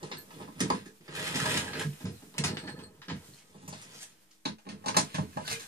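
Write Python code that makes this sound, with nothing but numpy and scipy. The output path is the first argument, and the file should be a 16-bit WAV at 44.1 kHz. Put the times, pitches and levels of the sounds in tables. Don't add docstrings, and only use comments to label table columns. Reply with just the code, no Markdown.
import sys
import numpy as np
from scipy import signal
from scipy.fft import rfft, irfft
from scipy.io import wavfile
from scipy.ndimage import uniform_filter1d, minimum_filter1d, map_coordinates

SR = 44100
rng = np.random.default_rng(int(sys.argv[2]) if len(sys.argv) > 2 else 0)


def output_pcm(signal):
    pcm = np.clip(np.atleast_2d(signal).T, -1, 1) * 32767
    wavfile.write(sys.argv[1], SR, np.round(pcm).astype(np.int16))


def natural_amplitude(level_db):
    exponent = np.asarray(level_db, float) / 20
    return 10 ** exponent


N = 250047
TIME = np.arange(N) / SR

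# f/Hz, level/dB per Hz
SHOP_AIR = [(20, -16), (60, -22), (200, -12.5), (1000, -17.5), (4000, -20.5), (9000, -18), (13000, -24),
            (15500, -13)]
SHOP_AIR_DB = -1
# t/s, level/dB
RUSTLE = [(.6, -54.5), (.97, -60), (1.9, -50), (2.3, -54), (2.95, -62.5), (3.3, -53), (3.53, -64.5),
          (4.6, -65), (5.67, -48.5)]
# f/Hz, level/dB rms
WHINE = [(200, -72), (315, -72), (9365, -88)]
ROOM_T60_S, ROOM_DB, ROOM_LOW_HZ, ROOM_TOP_HZ = 0.145, -1.5, 640, 13300

# f/Hz, left minus right level/dB
PORTS = [(150, -2), (380, -2.5), (700, 0.5), (1500, -5), (4400, 4), (8120, -1.5), (15000, -5.5)]
# t/s, lag/samples
LEFT_LAG = [(0, 11), (1.7, 5.5), (2.0, -7), (3.3, -4), (3.6, 13), (4.3, 0), (4.45, 21), (5.67, 18.5)]
RUMBLE_DB = -81
DIP_RISE_DB, DIP_S, DIP_HZ = 12.5, 0.045, 11600

# f/Hz, level/dB, t60/s
STAND = [(84.5, -13.5, 0.24), (107.8, -4.5, 0.16), (121, 0.5, 0.054), (149, 1.5, 0.1), (199, -2.5, 0.13),
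         (216.6, -6.5, 0.16), (258, 1, 0.054), (312, -3.5, 0.088), (375.5, -2, 0.063), (438.4, -9.5, 0.18),
         (484, -8, 0.1)]
CASTING = [(525, -0.5, 0.092), (626, -10.5, 0.14), (696, -17.5, 0.22), (849.7, -1, 0.063),
           (933, -1.5, 0.041), (995, -5, 0.11), (1062, -1, 0.047), (1281.6, -4.5, 0.039),
           (1520, -19, 0.0091), (1600, -5.5, 0.039), (1788, 1.5, 0.011)]
CHUCK = [(1630, 2, .035), (1750, 2, .035), (2090, -6, .02), (2330, -4, .02), (2580, -3, .025),
         (2910, -2, .025), (3400, -5, .025), (3800, -5, .025), (4200, -2, .03), (4560, -3, .025),
         (5170, -2, .025), (5980, -5, .02), (6930, -3, .03), (8500, -5, .02)]
# f/Hz, level/dB, t60/s
HANDLE = [
    [(4264, -2, .06), (4390, 1, .065)],
    [(1728, -4, .07)],
    [(8170, 2, .06)],
    [(12440, -7, .14), (12700, -2, .14)],
]

# t/s, peak level/dB, strongest f/Hz
THUMPS = [(0.025, -33, 423), (0.114, -31.5, 414), (0.36, -41, 287), (0.403, -35.5, 210),
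          (0.479, -36, 257), (0.562, -37, 161), (0.607, -20, 255), (0.628, -22, 188),
          (0.702, -19, 260), (0.73, -26.5, 199), (0.858, -38, 312), (1.004, -45.5, 312),
          (1.349, -25, 240), (1.401, -24.5, 163), (1.543, -29, 280), (1.846, -21, 149),
          (1.885, -42, 163), (2.003, -41, 275), (2.04, -23, 148), (2.057, -30.5, 460),
          (2.072, -31, 187), (2.1, -35, 148), (2.222, -38, 246), (2.268, -44.5, 200),
          (2.385, -20.5, 160), (2.44, -22.5, 138), (2.488, -21.5, 188), (2.644, -29.5, 237),
                (2.68, -32, 160), (3.08, -31.5, 207), (3.109, -21, 144), (3.284, -39, 146),
                (3.544, -41, 230), (3.632, -38.5, 175), (3.68, -33, 152), (3.724, -32.5, 138),
                (4.455, -23.5, 230), (4.489, -38, 177), (4.665, -30.5, 250), (4.718, -32, 211),
                (4.859, -28, 241), (4.883, -26.5, 265), (4.946, -25.5, 126), (4.969, -16, 260),
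                (5.004, -33, 151), (5.143, -27, 160), (5.182, -18.5, 158), (5.224, -26, 185),
                (5.361, -27.5, 164), (5.487, -27, 136)]
# t/s, peak level/dB, strongest f/Hz
CHUCK_BLOWS = [(0.0293, -35, 5080), (0.115, -27, 3300), (0.306, -40, 2660), (0.3391, -36, 3440),
               (0.4224, -49, 1630), (0.478, -49, 1640), (0.6019, -25, 5640), (0.7035, -28, 1640),
               (0.768, -34, 1740), (0.8574, -34, 1690), (1.0804, -41, 1740), (1.1174, -34, 1750),
               (1.131, -30, 1590), (1.1554, -30, 1640), (1.173, -19, 1620), (1.264, -27, 1760),
               (1.287, -34, 1720), (1.3574, -20, 5080), (1.3992, -19, 1740), (1.4548, -9.5, 1630),
               (1.5084, -17.5, 2410), (1.5408, -15, 5000), (1.5695, -8.5, 2920), (1.6757, -22.5, 1760),
               (1.7315, -36, 1600), (1.7516, -19, 1610), (1.8064, -18, 1610), (2.0057, -35, 1850),
               (2.0534, -28, 5330), (2.2196, -43, 1940), (2.341, -40, 1820), (2.383, -22, 2220),
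               (2.4379, -20, 6340), (2.4794, -19, 4360), (2.5691, -28, 1750), (2.6765, -23, 1860),
               (3.0164, -38, 1600), (3.083, -34, 2390), (3.0997, -31.5, 1670), (3.678, -36, 7160),
               (3.7259, -29.5, 3990), (4.4541, -15, 4370), (4.581, -52, 1730), (4.667, -40, 2640),
               (4.6887, -52, 3770), (4.8594, -28, 3970), (4.8824, -16, 6990), (4.9428, -22, 1740),
               (4.9681, -4.5, 5100), (5.1437, -27, 1630), (5.327, -35, 1820), (5.3705, -28.5, 2140),
               (5.429, -41, 1520), (5.4784, -29, 3360), (5.5965, -34, 1810)]

# peak t/s, rise t/s and fall t/s over 20 dB, level/dB, brightest f/Hz
GLOVES = [(3.17, 0.044, 0.039, -53.5, 2660), (3.248, 0.03, 0.23, -60, 6450),
          (3.39, 0.078, 0.044, -56.5, 3940), (3.674, 0.079, 0.18, -82, 6800), (3.75, 1, 0.14, -64, 4000),
          (3.826, 0.16, 0.068, -52.5, 4400), (4.034, 0.16, 0.012, -42, 6030),
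          (4.07, 0.035, 0.11, -59, 7100), (4.31, 0.0062, 0.11, -61.5, 5840),
          (5.477, 0.027, 0.13, -55, 3440), (5.528, 0.06, 0.027, -30, 3520), (5.66, 0.52, 0.65, -52.5, 3840)]
# t/s, peak level/dB, then level/dB of single, third and top order rel to the low
TINKLES = [(0.1716, -50, -1.5, -7, 6), (0.611, -63, 2, -13, -24), (2.465, -45, 3, -9, -16),
           (2.545, -56, 5, -1, -14), (2.5819, -66, 9, -18, -29), (2.638, -58, 5, -4, -24),
           (2.6707, -61, 10, -17, -28), (2.695, -72, 15, -11, -31), (2.763, -67, 10, -9, -8),
           (2.835, -65, -13, 4, -20), (3.337, -62, -18, -8, -43), (4.711, -74, -4, 8, -25)]
# peak t/s, rise t/s and fall t/s over 20 dB, level/dB
RATTLE = [(2.5, .04, .05, -84), (2.585, .04, .035, -79), (2.692, .045, .035, -76), (2.78, .06, .06, -92),
          (2.835, .04, .02, -81)]
# start t/s, end t/s
BITE = (2.49, 2.86)
GRIP_DB = 0.5
# start t/s, end t/s, f/Hz, level/dB
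GROAN = (5.495, 5.61, 458, -49)
# start t/s, end t/s, from f/Hz, to f/Hz, level/dB
SQUEAKS = [(2.065, 2.125, 5250, 4900, -66), (2.135, 2.19, 4250, 3950, -62), (5.44, 5.49, 1480, 1640, -51),
           (5.45, 5.482, 2950, 3250, -60), (5.452, 5.482, 4500, 5000, -53), (5.49, 5.575, 2700, 2350, -48),
           (5.51, 5.58, 3300, 2900, -52), (5.5, 5.56, 2200, 2000, -52), (5.5, 5.56, 4200, 3700, -50),
           (5.5, 5.57, 1600, 1550, -54), (5.6, 5.7, 1800, 1700, -59)]

# peak t/s, rise t/s and fall t/s over 20 dB, effort level/dB, slip level/dB
TURNS = [(0.0, .1, 0.71, -54.5, -7), (0.135, 0.38, 0.061, -50, -8), (0.415, 0.16, 0.096, -43.5, -7.5),
         (0.633, 0.045, 0.044, -33, 1), (0.742, 0.19, 0.14, -48, 8.5), (1.94, 0.22, 0.41, -71.5, 25.5),
         (2.02, 0.037, 0.19, -45.5, -44), (2.387, 0.039, 0.33, -36, -13), (2.53, 0.17, 0.081, -56, -11),
         (2.682, 0.06, 0.027, -39.5, -14), (2.81, 0.34, 0.13, -46, -17), (3.23, 0.52, 0.072, -57, -4),
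         (3.61, 0.34, 0.16, -57.5, -28), (3.91, 0.59, 0.4, -55.5, 5.5), (4.653, 0.015, 0.32, -49.5, -8.5),
         (4.87, 0.046, 0.19, -41, -16), (5.045, 0.14, 0.3, -59, 15.5), (5.16, 0.083, 0.13, -54.5, 11),
         (5.4, 0.092, 0.48, -50, -2)]
# t/s, effort level/dB, slip level/dB
SPIN = [(1.05, -63, 9), (1.076, -50.5, -4.5), (1.172, -42.5, 14.5), (1.41, -38.5, 12), (1.558, -34, 11),
        (1.62, -40.5, 9.5), (1.73, -42.5, -0.5), (1.812, -35.5, 7), (1.87, -70, 14)]
CASTING_DRAG_DB, CASTING_SLIP_SHARE, TEETH_DRAG_DB, TEETH_SLIP_SHARE = -8, 0.27, -11.5, 0.85

# t/s, peak level/dB, casting level/dB rel, top level/dB rel
KEY_IN_SOCKET = [(0.0288, -37.5, -6, -6), (0.401, -55, 13.5, -11), (0.421, -42.5, -4, -28),
                 (1.009, -53, -18, -12), (2.005, -44, -10, -7), (2.2203, -57, 4, -16),
                 (2.6394, -45.5, -5, -19), (2.7897, -41.5, -6.5, -29), (3.0989, -30, -10, -62),
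                 (3.5438, -72.5, 18.5, -31), (3.6307, -87, 28, 5), (3.678, -43, -3, 6),
                 (3.7257, -37, -6, -7), (4.4528, -27, -8, -11), (4.5836, -51, -10, -6),
                 (4.6665, -48.5, 2.5, -32), (4.6887, -33.5, -11.5, -10.5), (4.8403, -49.5, 7, -5),
                 (4.8594, -28.5, -4, -6), (4.8815, -22, -11, -8), (4.9654, -15.5, -5, -1.5),
                 (5.1438, -26.5, -10, -7.5), (5.1817, -40, 8, -8), (5.3706, -42, 12, -4),
                 (5.4775, -26, -24, -8)]
# t/s, peak level/dB, casting level/dB rel, top level/dB rel
BAR_ON_JAWS = [(0.1146, -27.5, -13.5, -49), (0.305, -46.5, -5.5, -10), (0.4765, -52.5, 5, -31),
               (0.7008, -25.5, -0.5, -8), (1.4557, -24, -8, -6.5), (2.4799, -28, -12.5, -24)]
# t/s, peak level/dB, casting level/dB rel, top level/dB rel
PINION_STOPS = [(2.0532, -36, -9, -17), (2.3408, -44.5, -6, -13), (2.4378, -18, -13, -5.5),
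                (4.9438, -31.5, 3, -9)]
# t/s, peak level/dB, casting level/dB rel, top level/dB rel
SCROLL_SLACK = [(0.594, -37.5, -9, -3), (0.6035, -21.5, -12.5, -2.5), (0.7694, -46, -5, -23),
                (0.857, -47.5, -2.5, -1), (1.0795, -39, -8.5, -29), (1.3576, -28.5, -9, -1.5),
                (1.4002, -25, -7, -8), (1.5745, -25.5, -34, -0.5), (1.7325, -28, -12, -27),
                (1.8145, -33, 1.5, -4.5), (2.381, -24.5, -37, -2.5), (2.5696, -26, -40, -31),
                (2.6748, -35, -7, -29), (3.0172, -39, -6, -42), (3.0834, -31.5, -8.5, -69),
                (5.596, -37, -13, -1.5)]
SOCKET_HZ, JAWS_HZ, PINION_HZ, SCROLL_HZ = 850, 1040, 1290, 1840
CONTACT_MS, CONTACT_MS_PER_DB = 2.67, 1.7
# f/Hz, level/dB per Hz
CRACK = [(300, -2), (800, 1), (2000, 7.5), (4400, 5), (7000, -1), (9000, -5.5), (12000, -3.5), (15000, 4)]
# f/Hz, level/dB per Hz
RUB = [(300, -0.5), (700, -16), (1700, 0), (3000, 0.5), (6000, -10), (9250, -7), (13000, -19), (15000, -57)]


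def rms_one(x):
    return x / np.sqrt(np.mean(x ** 2) + 1e-20)


def in_time(rows):
    s, *columns = np.transpose(rows)
    return [np.interp(TIME, s, column) for column in columns]


def inside(rows):
    return np.clip(np.minimum(TIME - rows[0][0] + 0.02, rows[-1][0] + 0.02 - TIME) / 0.02, 0, 1)


def progress(start, end):
    return np.clip((TIME - start) / (end - start), 0, 1)


def butter(x, order, hz, kind="low"):
    return signal.sosfilt(signal.butter(order, hz, kind, fs=SR, output="sos"), x)


def log_curve(hz, points):
    point_hz, db = np.transpose(points)
    return np.interp(np.log(hz), np.log(point_hz), db)


def colour(x, points):
    hz = np.maximum(np.linspace(0, SR / 2, 1025), 1)
    cepstrum = irfft(np.log(natural_amplitude(log_curve(hz, points))))
    cepstrum[1:1024] *= 2
    cepstrum[1025:] = 0
    taps = irfft(np.exp(rfft(cepstrum)))
    return signal.oaconvolve(x, taps / np.sqrt(np.sum(taps ** 2)))[:N]


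def wobble(rate, spread_db):
    r = np.exp(-80 * np.pi * rate / SR)
    slow = signal.lfilter([1], [1, -2 * r, r * r], rng.standard_normal(N // 40 + 2002))[2000:]
    return np.interp(np.arange(N) / 40, np.arange(len(slow)), natural_amplitude(spread_db * rms_one(slow)))


def swells(s, rise_s, fall_s, db):
    late = TIME[::32] - s[:, None]
    rise = -late / np.maximum(rise_s, 0.005)[:, None]
    fall = late / np.maximum(fall_s, 0.005)[:, None]
    loss_db = 20 * np.where(late < 0, rise, fall)
    return np.interp(TIME, TIME[::32], natural_amplitude(db[:, None] - loss_db).sum(axis=0))


def grit(per_s, uneven_db):
    sizes = natural_amplitude(uneven_db * np.minimum(rng.exponential(1, N), 5)) * rng.choice([-1, 1], N)
    return rms_one(sizes * (rng.random(N) < per_s / SR) * wobble(40, 1.5))


def tap(count, width_ms, tail_db, tail_ms):
    ms = np.arange(4096) * 1000 / SR
    push = np.sin(np.pi * np.clip(ms / width_ms, 0, 1)) ** 2
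    shudder = rng.standard_normal((count, 4096)) * np.exp(-ms / tail_ms)
    return push / push.sum() + natural_amplitude(tail_db) * shudder / np.sqrt(np.sum(shudder ** 2, axis=1, keepdims=True))


def chatter(lengths_ms, tail_db, tail_ms):
    ms = np.arange(4096) * 1000 / SR
    shape = np.exp(-ms / np.maximum(lengths_ms, 0.3)[:, None]) + natural_amplitude(tail_db) * np.exp(-ms / tail_ms)
    rough = rng.standard_normal(shape.shape) * natural_amplitude(5 * rng.standard_normal(shape.shape))
    bursts = rough * shape * np.minimum(ms / 0.9, 1)
    return bursts / np.sqrt(np.sum(bursts ** 2, axis=1, keepdims=True))


def contacts(times, gains, bursts):
    at = np.round(times * SR).astype(int)[:, None] + np.arange(bursts.shape[1])
    return np.bincount(at.ravel(), (bursts * gains[:, None]).ravel(), N + 4096)[:N]


def ring(force, hz, t60):
    r, w = natural_amplitude(-60 / (t60 * SR)), 2 * np.pi * hz / SR
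    return signal.lfilter([0, np.sin(w)], [1, -2 * r * np.cos(w), r * r], force + 1e-18)


def body(modes, blows, bursts, spread_db, friction, focus_db):
    times, blow_db, blow_hz = blows
    luck_db = rng.normal(0, 1, (len(times), len(modes))) * spread_db
    energy = sum(natural_amplitude(2 * db) * t60 * SR / (4 * np.log(1000)) for hz, db, t60 in modes)
    out = 0
    for k, (hz, db, t60) in enumerate(modes):
        reach_db = blow_db + luck_db[:, k] - focus_db * np.abs(np.log2(hz / blow_hz))
        force = contacts(times, natural_amplitude(reach_db), bursts)
        force = force + friction * wobble(21.5, 1.45) / np.sqrt(energy)
        out = out + ring(force * natural_amplitude(db), hz, t60) * (-1) ** k
    return out


def drag(slip_share):
    s, rise_s, fall_s, effort_db, slip_db = np.transpose(TURNS)
    spin_db, spin_slip_db = in_time(SPIN)
    short_turns = swells(s, rise_s, fall_s, effort_db + slip_share * slip_db)
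    return short_turns + natural_amplitude(spin_db + slip_share * spin_slip_db) * inside(SPIN)


def shop_air():
    hiss = np.array([colour(rng.standard_normal(N), SHOP_AIR) for _ in range(2)])
    out = hiss * natural_amplitude(SHOP_AIR_DB + in_time(RUSTLE)[0]) * wobble(6, 1.5)
    for hz, db in WHINE:
        unsteady_phase = 0.323 * wobble(4.46, 11)
        out = out + natural_amplitude(db - 4.5) * wobble(31, 1.1) * np.sin(2 * np.pi * hz * TIME + unsteady_phase)
    return out


def room(x):
    t = np.arange(SR // 2) / SR
    dying = natural_amplitude(-60 * t / ROOM_T60_S) * np.clip(t / 0.0005 - 0.5, 0, 1)
    tail = rfft(rng.standard_normal((2, len(t))) * dying)
    even = tail / np.sqrt(uniform_filter1d(np.abs(tail) ** 2, size=30, axis=1))
    tail = irfft(even, len(t)) * (t < 2 * ROOM_T60_S)
    tail = butter(tail, 2, [ROOM_LOW_HZ, ROOM_TOP_HZ], "band")
    tail = tail / np.sqrt(np.sum(tail ** 2) / 2)
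    return natural_amplitude(ROOM_DB) * signal.oaconvolve(x[None], tail, axes=1)[:, :N]


def gloves():
    s, rise_s, fall_s, db, top_hz = np.transpose(GLOVES)
    fizz = [grit(15000, uneven_db=6.5) * swells(s, rise_s, fall_s, db) for _ in range(2)]
    top_octave = np.log2(np.interp(TIME, s, top_hz))
    out = 0
    for k, hz in enumerate(np.geomspace(1100, 12500, 9)):
        band = butter(fizz[k % 2] + 1e-18, 2, [hz / 1.8, hz * 0.99], "band")
        hump_db = np.maximum(-2.5 * (np.log2(hz) - top_octave) ** 2, -10)
        out = out + band * natural_amplitude(hump_db + 3 - 9 * (hz > 10000)) * wobble(15, 1.5)
    return out


def handle():
    s, peak_db, *rel_db = np.transpose(TINKLES)
    slips = tap(len(s), width_ms=0.024, tail_db=-5.5, tail_ms=12)
    buzz = swells(*np.transpose(RATTLE)) * butter(grit(900, uneven_db=3.5), 6, 9500)
    way = progress(*BITE)
    grip_db = GRIP_DB * np.where(way > 0, 1 - 2 * way, -1)
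    out = 0
    for order, (share_db, modes) in enumerate(zip([0] + rel_db, HANDLE)):
        force = contacts(s, natural_amplitude(peak_db + share_db + 5), slips) + buzz
        for k, (hz, db, t60) in enumerate(modes):
            twin_db = [-grip_db, grip_db][k] if order == 0 else 0
            out = out + ring(force * natural_amplitude(db + twin_db), hz, t60)
    return out


def last_pull():
    start, end, hz, db = GROAN
    arch = np.sqrt(np.abs(np.sin(np.pi * progress(start, end))))
    out = natural_amplitude(db) * arch * np.sin(2 * np.pi * hz * TIME) * wobble(23, 2.9)
    for start, end, from_hz, to_hz, db in SQUEAKS:
        way = progress(start, end)
        phase = 2 * np.pi * np.cumsum(from_hz + (to_hz - from_hz) * way) / SR
        out = out + natural_amplitude(db) * np.sin(np.pi * way) * np.sin(phase) * wobble(160, 5)
    return out


def stand():
    s, peak_db, hz = np.transpose(THUMPS)
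    slow = tap(len(s), width_ms=1.8, tail_db=0, tail_ms=40.5)
    friction = drag(0) * grit(900, uneven_db=4) * natural_amplitude(-0.5)
    return body(STAND, (s, peak_db - 5.5, hz), slow, 1.93, friction, focus_db=9.5)


def knocks():
    parts = [(KEY_IN_SOCKET, SOCKET_HZ), (BAR_ON_JAWS, JAWS_HZ),
             (PINION_STOPS, PINION_HZ), (SCROLL_SLACK, SCROLL_HZ)]
    rows = [tuple(row) + (hz,) for part, hz in parts for row in part]
    s, peak_db, casting_db, top_db, hz = np.transpose(rows)
    return s, peak_db, casting_db, hz, top_db, CONTACT_MS + CONTACT_MS_PER_DB * (peak_db + 25)


def lathe():
    s, peak_db, casting_db, casting_hz, top_db, contact_ms = knocks()
    teeth = grit(5000, uneven_db=4) * drag(TEETH_SLIP_SHARE) * natural_amplitude(TEETH_DRAG_DB)

    sharp = chatter(contact_ms, tail_db=-19, tail_ms=24)
    bands = [(6000, "low", 19), ([6000, 10000], "band", top_db + 31), (10000, "high", 2 * top_db + 12)]
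    crack = sum(butter(contacts(s, natural_amplitude(peak_db + db), sharp), 3, hz, kind) for hz, kind, db in bands)
    direct = colour(crack, CRACK) + natural_amplitude(1.5) * colour(teeth, RUB)

    at, ring_db, ring_hz = np.transpose(CHUCK_BLOWS)
    short = chatter(np.full(len(at), 3), tail_db=-22, tail_ms=18)
    chuck = body(CHUCK, (at, ring_db - 14, ring_hz), short, 2, teeth * natural_amplitude(-11), focus_db=13)

    blunt = tap(len(s), width_ms=0.21, tail_db=-3, tail_ms=7.9)
    friction = drag(CASTING_SLIP_SHARE) * natural_amplitude(CASTING_DRAG_DB - 0.5) * grit(2500, uneven_db=-2.5)
    blows = s, peak_db + casting_db + 2, casting_hz
    casting = body(CASTING, blows, blunt, 0.33, friction, focus_db=11.5)
    return direct + chuck + casting


def scene():
    near = lathe() + stand() + handle() + gloves() + last_pull()
    lag, at = in_time(LEFT_LAG)[0], np.arange(N)
    direct = np.array([map_coordinates(near, [at - lag * side / 2], order=3) for side in (1, -1)])
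    return direct + room(near) + shop_air()


def dip_top(x):
    level_db = 10 * np.log10(uniform_filter1d(np.mean(x ** 2, axis=0), size=441) + 1e-12)
    jump = (level_db - np.roll(level_db, 1100) > DIP_RISE_DB) * 1.0
    hold = int(DIP_S * SR)
    held = np.roll(-minimum_filter1d(-jump, size=hold), hold // 2 + 500)
    mute = uniform_filter1d(held * (1 - np.roll(jump, -400)), size=300)
    top = signal.sosfiltfilt(signal.butter(8, DIP_HZ, "high", fs=SR, output="sos"), x)
    return x - mute * top


def top_cut(x):
    return signal.sosfilt(signal.butter(12, 15980, fs=SR, output="sos"), x)


def record(dry):
    size = N + 4096 - N % 4096 + 4096
    hz = np.maximum(np.fft.rfftfreq(size, 1 / SR), 1)
    tilt_db = log_curve(hz, PORTS) / 2
    ports = irfft(rfft(dry, 2 * len(hz) - 2) * natural_amplitude([tilt_db, -tilt_db]))[:, :N]
    cut = butter(ports, 4, 72, "high")
    cut = signal.sosfilt(signal.cheby2(10, 35, 15000, fs=SR, output="sos"), cut)
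    rumble = natural_amplitude(RUMBLE_DB) * rms_one(butter(rng.standard_normal((2, N)), 1, 40))
    offset = -0.0004
    return top_cut(dip_top(cut) + rumble + offset)


dry = scene()
out = record(dry)
output_pcm(out)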